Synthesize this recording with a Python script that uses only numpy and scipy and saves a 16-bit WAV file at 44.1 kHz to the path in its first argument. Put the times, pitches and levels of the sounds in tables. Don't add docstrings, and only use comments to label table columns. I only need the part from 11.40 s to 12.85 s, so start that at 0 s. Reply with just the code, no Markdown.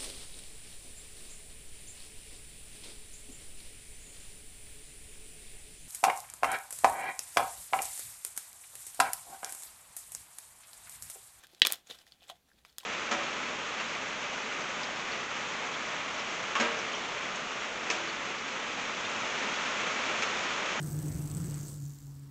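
import sys
import numpy as np
from scipy import signal
from scipy.io import wavfile
from scipy.ndimage import uniform_filter1d

SR = 44100
rng = np.random.default_rng(int(sys.argv[2]) if len(sys.argv) > 2 else 0)


def generate_wav(signal):
    frames = np.transpose(np.atleast_2d(signal))
    scaled = np.clip(frames, -1, 1) * 32767
    pcm = np.round(scaled).astype(np.int16)
    wavfile.write(sys.argv[1], SR, pcm)


def amplitude_ratio(level_db):
    exponent = np.asarray(level_db, float) / 20
    return 10 ** exponent


N = 63945


def evened(x):
    return x / np.sqrt(np.mean(x ** 2) + 1e-20)


def read(points, hz):
    f, value = np.transpose(points)
    return np.interp(np.log(hz + 1), np.log(f + 1), value)


def add(mix, start_s, sound):
    part = mix[max(round(start_s * SR), 0):][:len(sound)]
    part += sound[:len(part)]


def resonate(x, hz, width_hz):
    turn = np.exp(2j * np.pi * hz * np.arange(len(x)) / SR)
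    r = np.exp(-np.pi * width_hz / SR)
    return 2 * (turn * signal.lfilter([1 - r], [1, -r], x / turn)).real


def causal(colour, tilt_db=0):
    knee_hz = 5000
    hz = abs(np.fft.fftfreq(1024, 1 / SR))
    octaves = np.log2(np.maximum(hz, knee_hz) / knee_hz)
    log_gain = np.log(amplitude_ratio(read(colour, hz) + tilt_db * octaves))
    return np.fft.ifft(np.exp(log_gain - 1j * signal.hilbert(log_gain).imag)).real[:512]


def snaps():
    # t/s, peak level/dB, brightness/(dB/octave)
    films = [(0.0375, -46, -4), (0.0432, -51, 1), (0.0695, -41, 0), (0.1159, -56, 3), (0.148, -47, -6),
             (0.1988, -47, 0), (0.2185, -17, -11), (0.2196, -20, -12), (0.2505, -20, -8), (0.2512, -21, -8),
             (0.2634, -18, -5), (0.27, -7.5, -1), (0.304, -33, -10), (0.3152, -27, 1), (0.3231, -8, 9),
             (0.3336, -20, 0), (0.3441, -32, 8), (0.3566, -37, 2), (0.5885, -47, -12), (0.6672, -51, -3),
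             (0.677, -57, -10), (0.685, -58, 0), (0.7213, -56, -5), (1.2501, -46, -6), (1.2826, -59, 0),
             (1.327, -58, -8), (1.3837, -21, 0), (1.4013, -43, 2), (1.4327, -47, -10), (1.4392, -50, -5)]
    # f/Hz, level/dB
    click_colour = [(100, -32), (450, -11), (1000, -13), (2000, -4), (3600, 0), (6000, -3), (14000, -6),
                    (17000, -24)]
    gain_db, tear_db, ragged, tear_t60_s = 1.5, -28, .28, .009
    bounce_s, bounce_db = .0006, -11
    out = np.zeros(N)
    treble = signal.butter(2, 5000, "high", fs=SR)
    t = np.arange(400) / SR
    rags = rng.standard_normal((len(films), 400))
    for (start_s, db, bright_db), rag in zip(films, rags):
        click = causal(click_colour, bright_db)
        click = click / abs(signal.hilbert(signal.lfilter(*treble, click))).max()
        tear = rag * amplitude_ratio(tear_db - ragged * db - 60 * t / tear_t60_s)
        add(out, start_s, amplitude_ratio(db + gain_db) * np.convolve(click, np.append(1, tear)))
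    bounce = np.append(np.zeros(round(bounce_s * SR)), out)[:N]
    return out + amplitude_ratio(bounce_db) * bounce


def pops():
    # t/s, peak level/dB, f/Hz, t60/s
    pockets = [(0.0438, -46, 1600, 0.015), (0.0467, -44, 3600, 0.0042), (0.1314, -59, 600, 0.024),
               (0.1341, -60, 10500, 0.005), (0.1955, -54, 9500, 0.005), (0.2184, -22, 440, 0.008),
               (0.21848, -2, 3100, 0.0036), (0.21952, -1, 3650, 0.0035), (0.2502, -18, 3450, 0.011),
               (0.2503, -25, 1070, 0.012), (0.2518, -20, 2450, 0.01), (0.2697, -29, 1300, 0.005),
               (0.304, -29, 2400, 0.005), (0.3394, -30, 3200, 0.0048), (0.4713, -46, 6570, 0.006),
               (0.4972, -44, 430, 0.02), (0.5102, -31, 3600, 0.007), (0.6675, -51, 1800, 0.0066),
               (0.7211, -44, 4500, 0.007), (0.8206, -58, 690, 0.03), (0.8302, -46, 3640, 0.0042),
               (0.8824, -48, 7500, 0.006), (0.8928, -38, 3400, 0.0048), (0.8993, -40, 700, 0.018),
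               (0.8997, -34, 3350, 0.006), (0.9165, -46, 700, 0.04), (1.103, -60, 1700, 0.008),
               (1.116, -55, 1650, 0.015), (1.2498, -42, 2200, 0.006), (1.4019, -38, 3600, 0.0042),
               (0.032, -52, 1600, 0.01), (0.21905, -11, 2400, 0.005), (0.2503, -31, 560, 0.012),
                    (0.27, -32, 500, 0.012), (0.474, -50, 6500, 0.005), (0.5002, -37, 3680, 0.007),
                    (0.5122, -44, 470, 0.025), (0.587, -52, 4500, 0.01), (0.677, -55, 3100, 0.006),
                    (0.7219, -42, 3400, 0.0048), (0.8195, -50, 3000, 0.005), (0.837, -53, 2900, 0.01),
                    (0.846, -52, 3300, 0.008), (0.8512, -55, 3300, 0.0048), (0.9052, -39, 3500, 0.005),
                    (0.957, -58, 3400, 0.008), (1.187, -60, 3600, 0.01), (1.2499, -41, 1200, 0.006),
                    (1.4071, -44, 2700, 0.0048), (1.4143, -51, 7800, 0.006), (1.4325, -48, 1900, 0.004),
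                    (1.434, -47, 990, 0.02),
               (0.2535, -26, 2400, 0.014), (0.2545, -29, 1100, 0.015), (0.2706, -21, 3600, 0.008),
                   (0.3039, -32, 750, 0.006), (0.3075, -37, 1100, 0.012), (0.3141, -34, 1000, 0.004),
                   (0.3251, -30, 7000, 0.003), (0.328, -34, 9500, 0.006), (0.3335, -34, 1500, 0.006),
                   (0.4975, -54, 135, 0.08), (0.5012, -40, 3650, 0.008), (0.5062, -39, 3650, 0.008),
                   (0.5124, -38, 3650, 0.01), (0.5153, -42, 3050, 0.008), (0.5105, -46, 1250, 0.012),
                   (0.5055, -46, 1800, 0.01), (0.548, -48, 3140, 0.008), (0.803, -58, 3350, 0.006),
                   (0.808, -53, 3380, 0.006), (0.87, -54, 3600, 0.006), (0.896, -46, 1200, 0.012),
                   (0.8982, -39, 970, 0.014), (0.9012, -38, 3100, 0.006), (0.9045, -47, 700, 0.03),
                   (0.9105, -49, 3400, 0.008), (0.927, -54, 720, 0.08), (1.084, -64, 1700, 0.008),
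                   (1.134, -60, 4800, 0.005), (1.268, -60, 3700, 0.006), (1.295, -58, 5000, 0.006),
                   (1.299, -56, 4400, 0.01), (1.365, -60, 4200, 0.006), (1.38365, -39, 1800, 0.004),
                   (1.3885, -50, 5000, 0.006), (0.132, -58, 360, 0.06), (0.259, -34, 1650, 0.008),
                   (0.825, -55, 2600, 0.01), (0.8415, -54, 3600, 0.006)]
    out, t = np.zeros(N), np.arange(4000) / SR
    for start_s, db, hz, t60_s in pockets:
        u = t / max(t60_s, 1 / hz)
        rise = 1 + .06 * np.minimum(u, 1)
        onset = 1 - np.exp(-t * hz / .4)
        ring = np.sin(2 * np.pi * hz * t * rise) * onset
        add(out, start_s, amplitude_ratio(db + 3 - 60 * u) * ring)
    return out


def squelch():
    # peak t/s, level/dB, rise/(s per 20 dB), fall/(s per 20 dB), hollowness/dB
    squeezes = [(.006, -61, .02, .04, -10), (.042, -52, .018, .019, -12), (.095, -66, .04, .04, -10),
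                (.13, -65, .03, .04, 0), (.17, -67, .06, .08, -9), (.254, -39, .005, .03, -8),
                (.3, -42, .03, .035, -8), (.34, -51, .02, .07, -14), (.472, -62, .02, .04, -18),
                (.506, -47, .02, .042, -18), (.552, -56, .03, .03, -14), (.59, -59, .015, .02, -14),
                (.615, -61, .03, .05, -14), (.678, -63, .02, .04, -14), (.723, -65, .03, .07, -14),
                (.835, -64, .06, .05, -6), (.9, -49, .028, .025, -4), (.957, -68, .02, .04, -3),
                (1.09, -69, .05, .06, -8), (1.19, -70, .05, .06, -8), (1.254, -60, .005, .04, -8),
                (1.297, -67, .04, .07, -12), (1.41, -60, .03, .05, -8), (1.44, -62, .02, .04, -3)]
    # f/Hz, level/dB
    crackle_colour = [(150, -15), (420, -7), (1400, -7), (2600, -8), (3600, -3), (4600, -10), (13000, -16),
                      (16500, -32)]
    grains_per_s, spread_db, ringing_db = 4000, 3.0, -4
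    hollow_hz, hollow_width_hz, hollow_gain_db, linger = 730, 330, -12, 1.9
    t, press, hollow = np.arange(N) / SR, np.zeros(N), np.zeros(N)
    for peak_s, db, rise_s, fall_s, hollow_db in squeezes:
        before = np.maximum(peak_s - t, 0) / rise_s
        after = np.maximum(t - peak_s, 0) / fall_s
        press += amplitude_ratio(db - 20 * (before + after))
        hollow += amplitude_ratio(db + hollow_db + hollow_gain_db - 20 * (before + after / linger))

    chance, size, pick, sign = rng.random((N, 4)).T
    sizes = amplitude_ratio(-spread_db * np.log(size + .004))
    ticks = np.sign(sign - .5) * sizes * (chance < grains_per_s / SR)
    crackle = evened(signal.oaconvolve(ticks, causal(crackle_colour))[:N])

    kind = (pick * 60).astype(int)
    bubbles = np.zeros(N)
    for k, hz in enumerate(np.geomspace(1300, 7500, 12)):
        bubbles += amplitude_ratio(read(crackle_colour, hz)) * resonate(ticks * (kind == k), hz, hz / 14)

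    cupped = resonate(ticks, hollow_hz, hollow_width_hz)
    cupped = resonate(cupped, hollow_hz, hollow_width_hz)
    wet = evened(crackle + amplitude_ratio(ringing_db) * evened(bubbles))
    return press * wet + hollow * evened(cupped)


def tail(decays, delay_s):
    taps, at = np.zeros(SR // 2), np.arange(0, SR // 2 - 20, 12)
    taps[at + rng.integers(0, 12, len(at))] = rng.choice([-1., 1.], len(at))
    hz, t, z = signal.stft(taps, SR, nperseg=128)
    t60_s = np.maximum(read(decays, hz), .01)
    z = z * amplitude_ratio(-60 * t / t60_s[:, None])
    out = signal.istft(z, SR, nperseg=128)[1]
    return np.append(np.zeros(round(delay_s * SR)), out / np.linalg.norm(out))


def space(x):
    # f/Hz, t60/s
    near_decays = [(300, .08), (1500, .09), (3600, .09), (7000, .06), (14000, .05)]
    # f/Hz, t60/s
    room_decays = [(200, .5), (1000, .4), (3600, .35), (8000, .3), (14000, .2)]
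    near_db, room_db = -11, -28
    cup_hz, cup_width_hz, cup_db = 3600, 900, -10
    near = signal.fftconvolve(x, tail(near_decays, .0011))[:N]
    near = near + amplitude_ratio(cup_db) * resonate(near, cup_hz, cup_width_hz)
    room = signal.fftconvolve(x, tail(room_decays, .008))[:N]
    return x + amplitude_ratio(near_db) * near + amplitude_ratio(room_db) * room


def air():
    # f/Hz, density/(dB per Hz)
    hiss_colour = [(50, -25), (90, -1), (200, -3), (1300, -16), (3600, -14), (5500, -18), (15500, -22),
                   (16200, -45)]
    hiss_db, hum_db, rumble_db = -73, -82, -94
    hum_hz, rumble_hz = 61, 30
    hz = np.fft.rfftfreq(512, 1 / SR)
    a, b, patches = rng.standard_normal((N // 128 + 5, 257, 3)).T
    patches = uniform_filter1d(patches, size=10, axis=0)
    patches = evened(uniform_filter1d(patches, size=12, axis=1))
    z = (a + 1j * b) * amplitude_ratio(read(hiss_colour, hz)[:, None] + 1.5 * patches)
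    hiss = evened(signal.istft(z, nperseg=512, noverlap=384)[1][:N])
    hum, rumble = rng.standard_normal((N, 2)).T
    hum = evened(resonate(resonate(hum, hum_hz, 8), hum_hz, 30))
    rumble = evened(resonate(resonate(rumble, rumble_hz, 30), rumble_hz, 30))
    return amplitude_ratio(hiss_db) * hiss + amplitude_ratio(hum_db) * hum + amplitude_ratio(rumble_db) * rumble


def scene():
    low_cut = signal.butter(3, 170, "high", fs=SR, output="sos")
    slime = signal.sosfilt(low_cut, snaps() + pops() + squelch())
    return (space(slime) + air())[None]


def roll_off(x):
    return signal.sosfilt(signal.butter(12, 17060, fs=SR, output="sos"), x)


def record(dry):
    edge = signal.firwin(255, 16900, window=("kaiser", 9), fs=SR)
    mix = signal.oaconvolve(dry, edge[None], "same")
    return roll_off(mix)


dry = scene()
out = record(dry)
generate_wav(out)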